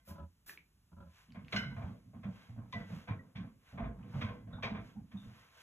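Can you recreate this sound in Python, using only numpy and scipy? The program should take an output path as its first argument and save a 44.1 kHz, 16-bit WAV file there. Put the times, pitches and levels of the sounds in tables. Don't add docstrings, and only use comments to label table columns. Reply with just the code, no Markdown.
import sys
import numpy as np
from scipy import signal
from scipy.fft import rfft, irfft
from scipy.io import wavfile
from scipy.ndimage import uniform_filter1d

SR = 44100
rng = np.random.default_rng(int(sys.argv[2]) if len(sys.argv) > 2 else 0)


def digitize_waveform(pressure):
    field = np.atleast_2d(pressure).T
    bounded = np.clip(field, -1, 1)
    quanta = np.round(bounded * 32767).astype(np.int16)
    wavfile.write(sys.argv[1], SR, quanta)


N = 247842
TIME, HZ = np.arange(N) / SR, np.fft.rfftfreq(N, 1 / SR)
AGE = TIME[:SR // 2]

# pitch_hz, level_db
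AIR_COLOUR = [(20, -1.5), (50, 30.5), (80, 26), (190, 20.5), (300, 10.5), (500, 1), (1000, 3), (2000, 0.5),
              (4000, -2), (8000, -3), (12000, -2.5), (14200, -0.5), (14800, -24)]
AIR_DB = -72.5

# start_s, rise_s, level_db, fade_db_per_s
FLICKS = [(0.05, 0.043, -64, 272), (.46, 0.032, -56, 327)]
FLICK_START_DB = -9.5
# pitch_hz, level_db
SPRAY_COLOUR = [(150, -3.5), (500, -8), (1100, -4), (1800, -2), (3000, -5.5), (5000, -5.5), (7500, -8),
                (9000, -8.5), (11500, -0.5), (14000, 5), (15000, -9)]

# start_s, level_db, hardness_db (on the high modes and the splat)
DROPS = [(.073, -47, 6.5), (0.088, -43.5, 3), (0.106, -37, 2.5), (0.153, -48, .5), (0.181, -50.5, 13),
         (.195, -41.5, 5.5), (0.214, -41, -10), (0.982, -48, 0), (1.002, -44, 5.5), (1.022, -51, 9.5)]
# start_s, end_s, mid_level_db, hardness_db
SHAKES = [(0.119, 0.234, -46.5, 6.5), (0.917, 1.074, -48.5, 1.5)]
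DROP_GAP_S, SHOWER_EDGE_DB = .019, -4.5
# pitch_hz, level_db, t60_s
BOWL_MODES = [(82.4, 5.5, 0.19), (177.8, 6.5, 0.094), (221, -8, 0.14), (297, -16.5, 0.22), (376, -20, 0.14),
              (559, -11, 0.13), (663, -19.5, 0.14), (871, -19.5, 0.13), (1000, -15, 0.19),
              (1330, -14, 0.086), (1421, -18, 0.046), (1650, -28, 0.14)]
# pitch_hz, level_db
SPLAT_COLOUR = [(200, -3), (700, 5.5), (1450, 8), (1900, -10), (2400, -5), (4000, -12), (9000, -37)]

# start_s, level_db, pitch_hz, t60_s (shortest ones are lengthened in tones)
DRIPS = [(.4952, -37.5, 1764, 0.014), (.4956, -47.5, 2440, 0.026), (.5752, -41.5, 2310, 0.0092),
         (1.305, -59.5, 3000, 0.011), (1.3215, -55.5, 2250, 0.0065), (1.3225, -55.5, 4500, 0.0028),
         (1.448, -55, 2810, 0.0057), (1.483, -42.5, 2320, 0.0024), (1.484, -58, 4160, 0.0028)]

# top_speed_s, half_length_s, hiss_db, brush_db
SLIDES = [(1.19, 0.068, -66.5, -68), (1.574, 0.046, -55, -52), (1.82, 0.15, -71.5, -71.5),
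          (2.406, 0.12, -69.5, -63), (2.771, 0.058, -67.5, -72), (2.958, 0.084, -62.5, -59),
          (3.705, 0.058, -68.5, -63.5), (4.203, 0.084, -64.5, -56), (4.876, .06, -68.5, -64.5),
          (5.243, 0.11, -69.5, -71), (5.401, 0.1, -68, -62.5), (5.61, 0.077, -62.5, -61.5)]
SLIDE_RUB_DB = -6
# start_s, hold_s, flap_db, rub_db, brush_db
GRIPS = [(1.277, 0.047, -48.5, -77, -73), (1.341, 0.1, -46, -62.5, -70), (1.526, .05, -34.5, -45.5, -43),
         (1.625, 0.1, -39.5, -58, -65), (1.761, 0.13, -39, -51.5, -66), (2.053, 0.037, -49, -73.5, -91),
         (2.131, 0.041, -43.5, -64, -75), (2.237, 0.028, -37, -51.5, -69), (2.482, 0.02, -45, -61, -78),
         (2.558, 0.041, -38.5, -52.5, -77), (2.726, 0.079, -38, -49.5, -55.5),
         (2.889, 0.054, -40, -52, -67), (3.077, 0.041, -35.5, -45, -69), (3.223, 0.08, -64, -70, -77.5),
         (3.347, 0.081, -40.5, -55, -63.5), (3.725, 0.03, -39, -54.5, -75), (3.783, 0.1, -35.5, -49, -71),
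         (3.983, 0.16, -43.5, -58, -72.5), (4.134, 0.12, -34, -48.5, -61), (4.267, 0.069, -43, -51, -61.5),
         (4.388, 0.098, -45.5, -71.5, -92), (4.47, 0.12, -41, -56.5, -70),
         (4.631, 0.042, -37.5, -41.5, -51), (4.695, 0.098, -38.5, -51.5, -67),
         (4.946, 0.037, -40.5, -63, -87), (5.128, 0.026, -40, -62, -67.5), (5.219, 0.065, -45, -61.5, -74)]
GRIP_RISE_S, FLAP_RISE_S = 0.0038, 0.011
FLAP_FADE_DB_PER_S, RUB_FADE_DB_PER_S, BRUSH_FADE_DB_PER_S = 153, 193, 160.5
# pitch_hz, level_db
FLAP_COLOUR = [(25, -28), (42, -14.5), (55, -6), (85, -3), (108, 4), (135, -2.5), (165, 1), (210, 0.5),
               (260, -5.5), (310, -17.5), (370, -32), (600, -41), (1200, -74)]
# pitch_hz, level_db
RUB_COLOUR = [(150, -7), (380, -3.5), (520, 2.5), (850, -2), (1100, -6), (1400, -7), (2400, -21.5),
              (5000, -62), (9000, -66)]
# pitch_hz, level_db
BRUSH_COLOUR = [(300, -20), (700, 2.5), (1100, 5.5), (1600, 6), (2400, 3), (2900, -0.5), (3500, -8),
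                (5200, -9), (6500, -22), (14000, -52)]
# pitch_hz, level_db
HISS_COLOUR = [(500, -13), (1500, 2.5), (3000, 2), (5000, -4.5), (6500, -5), (9000, -14.5), (12000, -9),
               (14200, -8.5), (14800, -34)]

# start_s, level_db, treble_db (against the whole), length_s
PATS = [(1.344, -41, -35, 0.057), (1.523, -21.5, -17, 0.022), (1.561, -23, -7, 0.016),
        (1.762, -32, -40.5, 0.03), (1.815, -33, -38, 0.027), (2.131, -45.5, -49, 0.048),
        (2.231, -37.5, -28, 0.031), (2.724, -33.5, -4.5, 0.024), (3.073, -35.5, -29, 0.049),
        (3.096, -35.5, -31.5, 0.046), (3.354, -40, -18, 0.058), (3.773, -34.5, -36.5, 0.086),
        (3.834, -35.5, -36, 0.044), (4.209, -27.5, -22, 0.049), (4.284, -31.5, -31.5, 0.026),
        (4.624, -25, -18.5, 0.058), (4.745, -35, -32, 0.062), (5.113, -45.5, -23, 0.027)]
# pitch_hz, level_db
PAT_COLOUR = [(150, 2.5), (350, -2), (650, 10), (850, 2), (1100, 10), (1350, 4.5), (2400, 9.5), (2900, -2),
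              (3400, -2.5), (5200, -14.5), (6000, -18), (8000, -36.5), (14200, -33), (15000, -46)]

# start_s, level_db, pitch_hz, t60_s
THUMPS = [(1.371, -35, 191, 0.069), (1.544, -32, 204, 0.28), (1.656, -35, 134.3, 0.37),
          (1.766, -35, 110.2, 0.22), (1.84, -33, 88, 0.12), (2.251, -34.5, 200, 0.12),
          (2.285, -31, 184.4, 0.083), (2.494, -41, 116, 0.46), (2.755, -39, 209.5, 0.25),
          (2.927, -36, 163.5, .2), (3.103, -29, 114, 0.082), (3.383, -35, 180.3, 0.19),
          (3.795, -33, 223, .21), (3.82, -34.5, 55.2, 0.52), (4.15, -32, 131.6, 0.25),
          (4.237, -33.5, 213, 0.14), (4.715, -29, 211, 0.1), (4.964, -37, 208, 0.21), (5.15, -32, 198, .16)]

# start_s, level_db
KNOCKS = [(1.526, -33.5), (1.562, -23.5)]
# pitch_hz, width_hz, level_db, t60_s
RING_CLUSTERS = [(1083, 14, -18, 0.35), (1460, 170, -5.5, 0.46), (1532, 113, 1, 0.33),
                 (2070, 154, -1.5, 0.45), (2180, 110, -11, 0.54), (2860, 35, -4.5, 0.12),
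                 (2990, 117, -5, 0.34), (3540, 260, -35, 0.24), (3800, 240, -19, 0.35),
                 (4026, 130, -14, 0.49), (4260, 173, -1.5, 0.065), (5250, 200, -11.5, 0.28),
                 (5800, 180, -16, 0.2), (6760, 340, -17, 0.098)]
# start_s, level_db, pitch_hz, width_hz, t60_s
SQUEAKS = [(1.777, -47, 668, 40, 0.16), (2.729, -44.5, 1990, 45, 0.32), (2.729, -33.5, 1048, 70, 0.044),
           (2.75, -43, 683, 25, 0.16), (3.081, -46.5, 1583, 89, 0.11), (3.083, -48, 2310, 70, .13),
           (3.19, -50, 1923, 70, 0.067), (3.802, -39.5, 677, 25, .23), (4.026, -54.5, 2460, 1220, 0.039),
           (3.079, -44.5, 1025, 120, 0.1), (4.212, -45, 1033, 100, 0.37), (4.477, -45.5, 670, 121, 0.042),
           (4.527, -54.5, 3660, 454, 0.21), (4.527, -49.5, 1440, 248, .19), (4.582, -44, 1000, 303, 0.057),
           (4.96, -56.5, 854, 151, 0.15), (5.168, -55.5, 3610, 297, 0.29)]

# pitch_hz, t60_s
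ROOM_DECAY = [(100, 0.16), (250, 0.74), (600, 0.25), (1500, 0.23), (3000, 0.21), (6000, 0.18),
              (14000, 0.069)]
# pitch_hz, width_hz, level_db (over the plain sound)
CORNER_MODES = [(489.5, 10, -0.5), (677.2, 14.5, 4.5), (1032, 91, -5), (1058, 7.8, 4), (1552, 14, 1),
                (1570, 10, -2.5), (2035, 3.4, 3.5), (2181, 21, 4.5), (2370, 15, 0.5), (3243, 38, 8.5),
                (3490, 97, 6), (3832, 21, 6)]
# pitch_hz, likeness (0-1), right_phase_lag_rad
STEREO_IMAGE = [(200, .99, 0), (400, .75, .5), (700, .6, 1), (1400, .65, .2), (2100, .65, 1.9),
                (2700, .6, 1.3), (3700, .8, 2), (4500, .97, 3), (5000, .97, 3.4), (6600, .95, 6.2),
                (7400, .9, 6.5), (8500, .96, 9.3), (9300, .96, 9.6), (11100, .95, 12.6), (12600, .96, 15.5),
                (13400, .96, 15.9), (15200, .9, 18.8)]
# pitch_hz, level_db
RIGHT_OVER_LEFT = [(60, 1), (200, 2.2), (500, 0), (1200, .8), (2500, .5), (5000, .2)]
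EDGE_HZ = 15500


def amp(db):
    return 10 ** (np.asarray(db) / 20)


def evened(x):
    return x / np.sqrt(np.mean(x ** 2) + 1e-20)


def read(points, hz):
    f, value = np.transpose(points)
    return np.interp(np.log(hz + 1), np.log(f + 1), value)


def add(mix, s, sound):
    part = mix[..., max(round(s * SR), 0):][..., :sound.shape[-1]]
    part += sound[..., :part.shape[-1]]


def coloured(x, colour, tilt_db=0):
    size = x.shape[-1]
    hz = np.fft.rfftfreq(size, 1 / SR)
    octaves = np.log2(np.clip(hz, 700, 5000))
    return evened(irfft(rfft(x) * amp(read(colour, hz) + tilt_db * octaves), size))


def grains(per_s, spread_db, size=N):
    strength = amp(spread_db * np.minimum(rng.exponential(1, size), 4))
    strength *= rng.random(size) < per_s / SR
    return strength * rng.standard_normal((2, size))


def room(x, wet_db):
    hz, t, z = signal.stft(rng.standard_normal((2, len(AGE))), SR, nperseg=256)
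    decay = amp(-60 * t / read(ROOM_DECAY, hz)[:, None])
    tail = signal.istft(z * decay, SR, nperseg=256)[1]
    tail[:, :SR // 250] = 0
    wet = signal.fftconvolve(x, tail / np.linalg.norm(tail[0]), axes=1)[:, :N]
    return x + amp(wet_db) * wet


def stroke(start, hold, rise_s, fade_db_per_s):
    age = np.maximum(TIME - start, 0)
    release = amp(-fade_db_per_s * np.maximum(age - hold, 0))
    return (1 - np.exp(-(age / rise_s) ** 2)) * release


def still_air():
    return amp(AIR_DB) * coloured(rng.standard_normal((2, N)), AIR_COLOUR)


def spray(gain_db=4):
    flicks = np.zeros(N)
    for s, rise, db, fade in FLICKS:
        swell_db = FLICK_START_DB * np.clip(1 - (TIME - s) / rise, 0, 1)
        flicks += amp(db + swell_db) * stroke(s, rise, 0.0014, fade)
    ticks = grains(per_s=4500, spread_db=2)
    return room(amp(gain_db) * flicks * coloured(ticks, SPRAY_COLOUR), wet_db=0)


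def ringing(modes, scatter=0.03):
    out = np.zeros((2, len(AGE)))
    for hz, db, t60 in modes:
        turns = hz * (1 + scatter * rng.uniform(-1.1, 1)) * AGE
        sign = rng.choice([-1, 1], (2, 1))
        envelope = amp(db - 60 * AGE / t60) * (1 - np.exp(-turns))
        out += sign * envelope * np.sin(2 * np.pi * turns)
    return out


def shower(start, end, db, hardness_db, jitter=.3, uneven_db=2):
    late, uneven = rng.standard_normal((2, 64))
    times = np.arange(start, end, DROP_GAP_S)
    edge = (2 * (times - start) / (end - start) - 1) ** 2
    drops = []
    for s, e, a, b in zip(times, edge, late, uneven):
        level_db = db + SHOWER_EDGE_DB * e + uneven_db * b
        drops.append((s + jitter * DROP_GAP_S * a, level_db, hardness_db))
    return drops


def bowl(splat_db=-16, splat_s=0.013, spread_s=0.003):
    out = np.zeros((2, N))
    low = [mode for mode in BOWL_MODES if mode[0] < 350]
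    high = [mode for mode in BOWL_MODES if mode[0] >= 350]
    drops = DROPS + [drop for shake in SHAKES for drop in shower(*shake)]
    for s, db, hardness_db in drops:
        splat = coloured(rng.standard_normal((2, len(AGE))), SPLAT_COLOUR) * np.exp(-AGE / splat_s)
        drum = ringing(low) + amp(hardness_db) * (ringing(high) + amp(splat_db) * splat)
        spreading = 1 - np.exp(-AGE / spread_s)
        add(out, s, amp(db) * spreading * drum / 2)
    return room(out, wet_db=-23.5)


def tones(rows, rise_s):
    out = np.zeros(N)
    for s, db, hz, t60 in rows:
        decay = amp(-60 * AGE / max(t60, .003))
        tone = (1 - np.exp(-(AGE / rise_s) ** 2)) * decay * np.sin(2 * np.pi * hz * AGE)
        add(out, s, amp(db) * tone / abs(tone).max())
    return np.array([out, out])


def drips():
    return room(tones(DRIPS, rise_s=0.00023), wet_db=-6.5)


def corner(x):
    peaks = sum(amp(db) / (1 + 2j * (HZ - hz) / width) for hz, width, db in CORNER_MODES)
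    return irfft(rfft(x) * (1 + peaks), N)


def lumpy(x, patchy_db):
    z = signal.stft(x, nperseg=512)[2]
    patches = uniform_filter1d(rng.standard_normal(z.shape[1:]), size=4, axis=0)
    patches = uniform_filter1d(patches, size=6, axis=1)
    return evened(signal.istft(z * amp(patchy_db * evened(patches)), nperseg=512)[1][:, :N])


def handling():
    flap, rub, brush, hiss = np.zeros((4, N))
    for s, hold, flap_db, rub_db, brush_db in GRIPS:
        flap += (amp(flap_db) * stroke(s, hold, FLAP_RISE_S, FLAP_FADE_DB_PER_S)) ** 2
        rub += (amp(rub_db) * stroke(s, hold, GRIP_RISE_S, RUB_FADE_DB_PER_S)) ** 2
        brush += (amp(brush_db) * stroke(s, hold, GRIP_RISE_S, BRUSH_FADE_DB_PER_S)) ** 2
    for s, half_length, hiss_db, brush_db in SLIDES:
        speed = 1 / (1 + ((TIME - s) / half_length) ** 2 / 2) ** 2
        hiss += (amp(hiss_db) * speed) ** 2
        brush += (amp(brush_db) * speed) ** 2
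        rub += (amp(brush_db + SLIDE_RUB_DB) * speed) ** 2
    return np.sqrt([flap, rub, brush, hiss])


def cloth(flap_db=-7, rub_db=-8, brush_db=-6, hiss_db=-2):
    flapping, rubbing, brushing, hissing = handling()
    flap = amp(flap_db) * flapping * coloured(rng.standard_normal((2, N)), FLAP_COLOUR)
    rub_noise = coloured(grains(per_s=1200, spread_db=1.0), RUB_COLOUR)
    rub = amp(rub_db) * rubbing * lumpy(rub_noise, patchy_db=4.0)
    brush = amp(brush_db) * brushing * coloured(grains(per_s=7000, spread_db=2.5), BRUSH_COLOUR)
    hiss = amp(hiss_db) * hissing * coloured(grains(per_s=20000, spread_db=3.0), HISS_COLOUR)
    return room(flap, wet_db=-16.5) + room(corner(rub + brush), wet_db=-8) + hiss


def pats(gain_db=-11, rise_s=0.0067, softening=0.025, brightening=0.5, usual_treble_db=-25):
    out = np.zeros((2, N))
    for s, db, treble_db, length in PATS:
        brisk = treble_db - usual_treble_db
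        clicks = grains(per_s=9000, spread_db=2.5, size=len(AGE))
        crush = coloured(clicks, PAT_COLOUR, tilt_db=brightening * brisk)
        swell = 1 - np.exp(-AGE / (rise_s * np.exp(-softening * brisk)))
        add(out, s, amp(db + gain_db) * crush * swell * np.exp(-2 * AGE / length))
    return room(corner(out), wet_db=-8.5)


def thumps(gain_db=-3):
    return room(amp(gain_db) * tones(THUMPS, rise_s=0.0063), wet_db=-23)


def cluster(hz, width_hz, t60):
    f = np.fft.rfftfreq(len(AGE), 1 / SR)
    noise = rfft(rng.standard_normal((2, len(AGE))))
    band = irfft(noise / (1 + (2 * (f - hz) / width_hz) ** 4), len(AGE))
    band = band / np.sqrt(abs(signal.hilbert(band)) + 1e-12) * amp(-60 * AGE / t60)
    return band / abs(band).max(1, keepdims=True)


def towel_ring(gain_db=-2, squeak_rise_s=0.004):
    out = np.zeros((2, N))
    for s, db in KNOCKS:
        clack = sum(amp(mode_db) * cluster(hz, width, t60) for hz, width, mode_db, t60 in RING_CLUSTERS)
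        add(out, s, amp(db + gain_db) * clack / abs(clack).max())
    for s, db, hz, width, t60 in SQUEAKS:
        swell = 1 - np.exp(-AGE / squeak_rise_s)
        add(out, s, amp(db) * cluster(hz, width, t60) * swell)
    return room(out, wet_db=-11)


def stereo_image(x):
    f, likeness, lag = np.transpose(STEREO_IMAGE)
    same, turn = np.interp(HZ, f, likeness), np.exp(-1j * np.interp(HZ, f, lag))
    left, other = rfft(x)
    right = turn * (same * left + np.sqrt(1 - same ** 2) * other)
    return irfft(np.array([left, right]), N)


def scene():
    turned = still_air() + spray() + bowl() + cloth() + pats() + towel_ring()
    return stereo_image(turned) + drips() + thumps()


def record(dry):
    right_db = read(RIGHT_OVER_LEFT, HZ)
    heard = irfft(rfft(dry) * amp(np.array([-right_db, right_db]) / 2), N)
    low_pass = signal.firwin(511, EDGE_HZ, window=("kaiser", 9), fs=SR)
    return signal.oaconvolve(heard, low_pass[None], "same")


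dry = scene()
out = record(dry)
digitize_waveform(out)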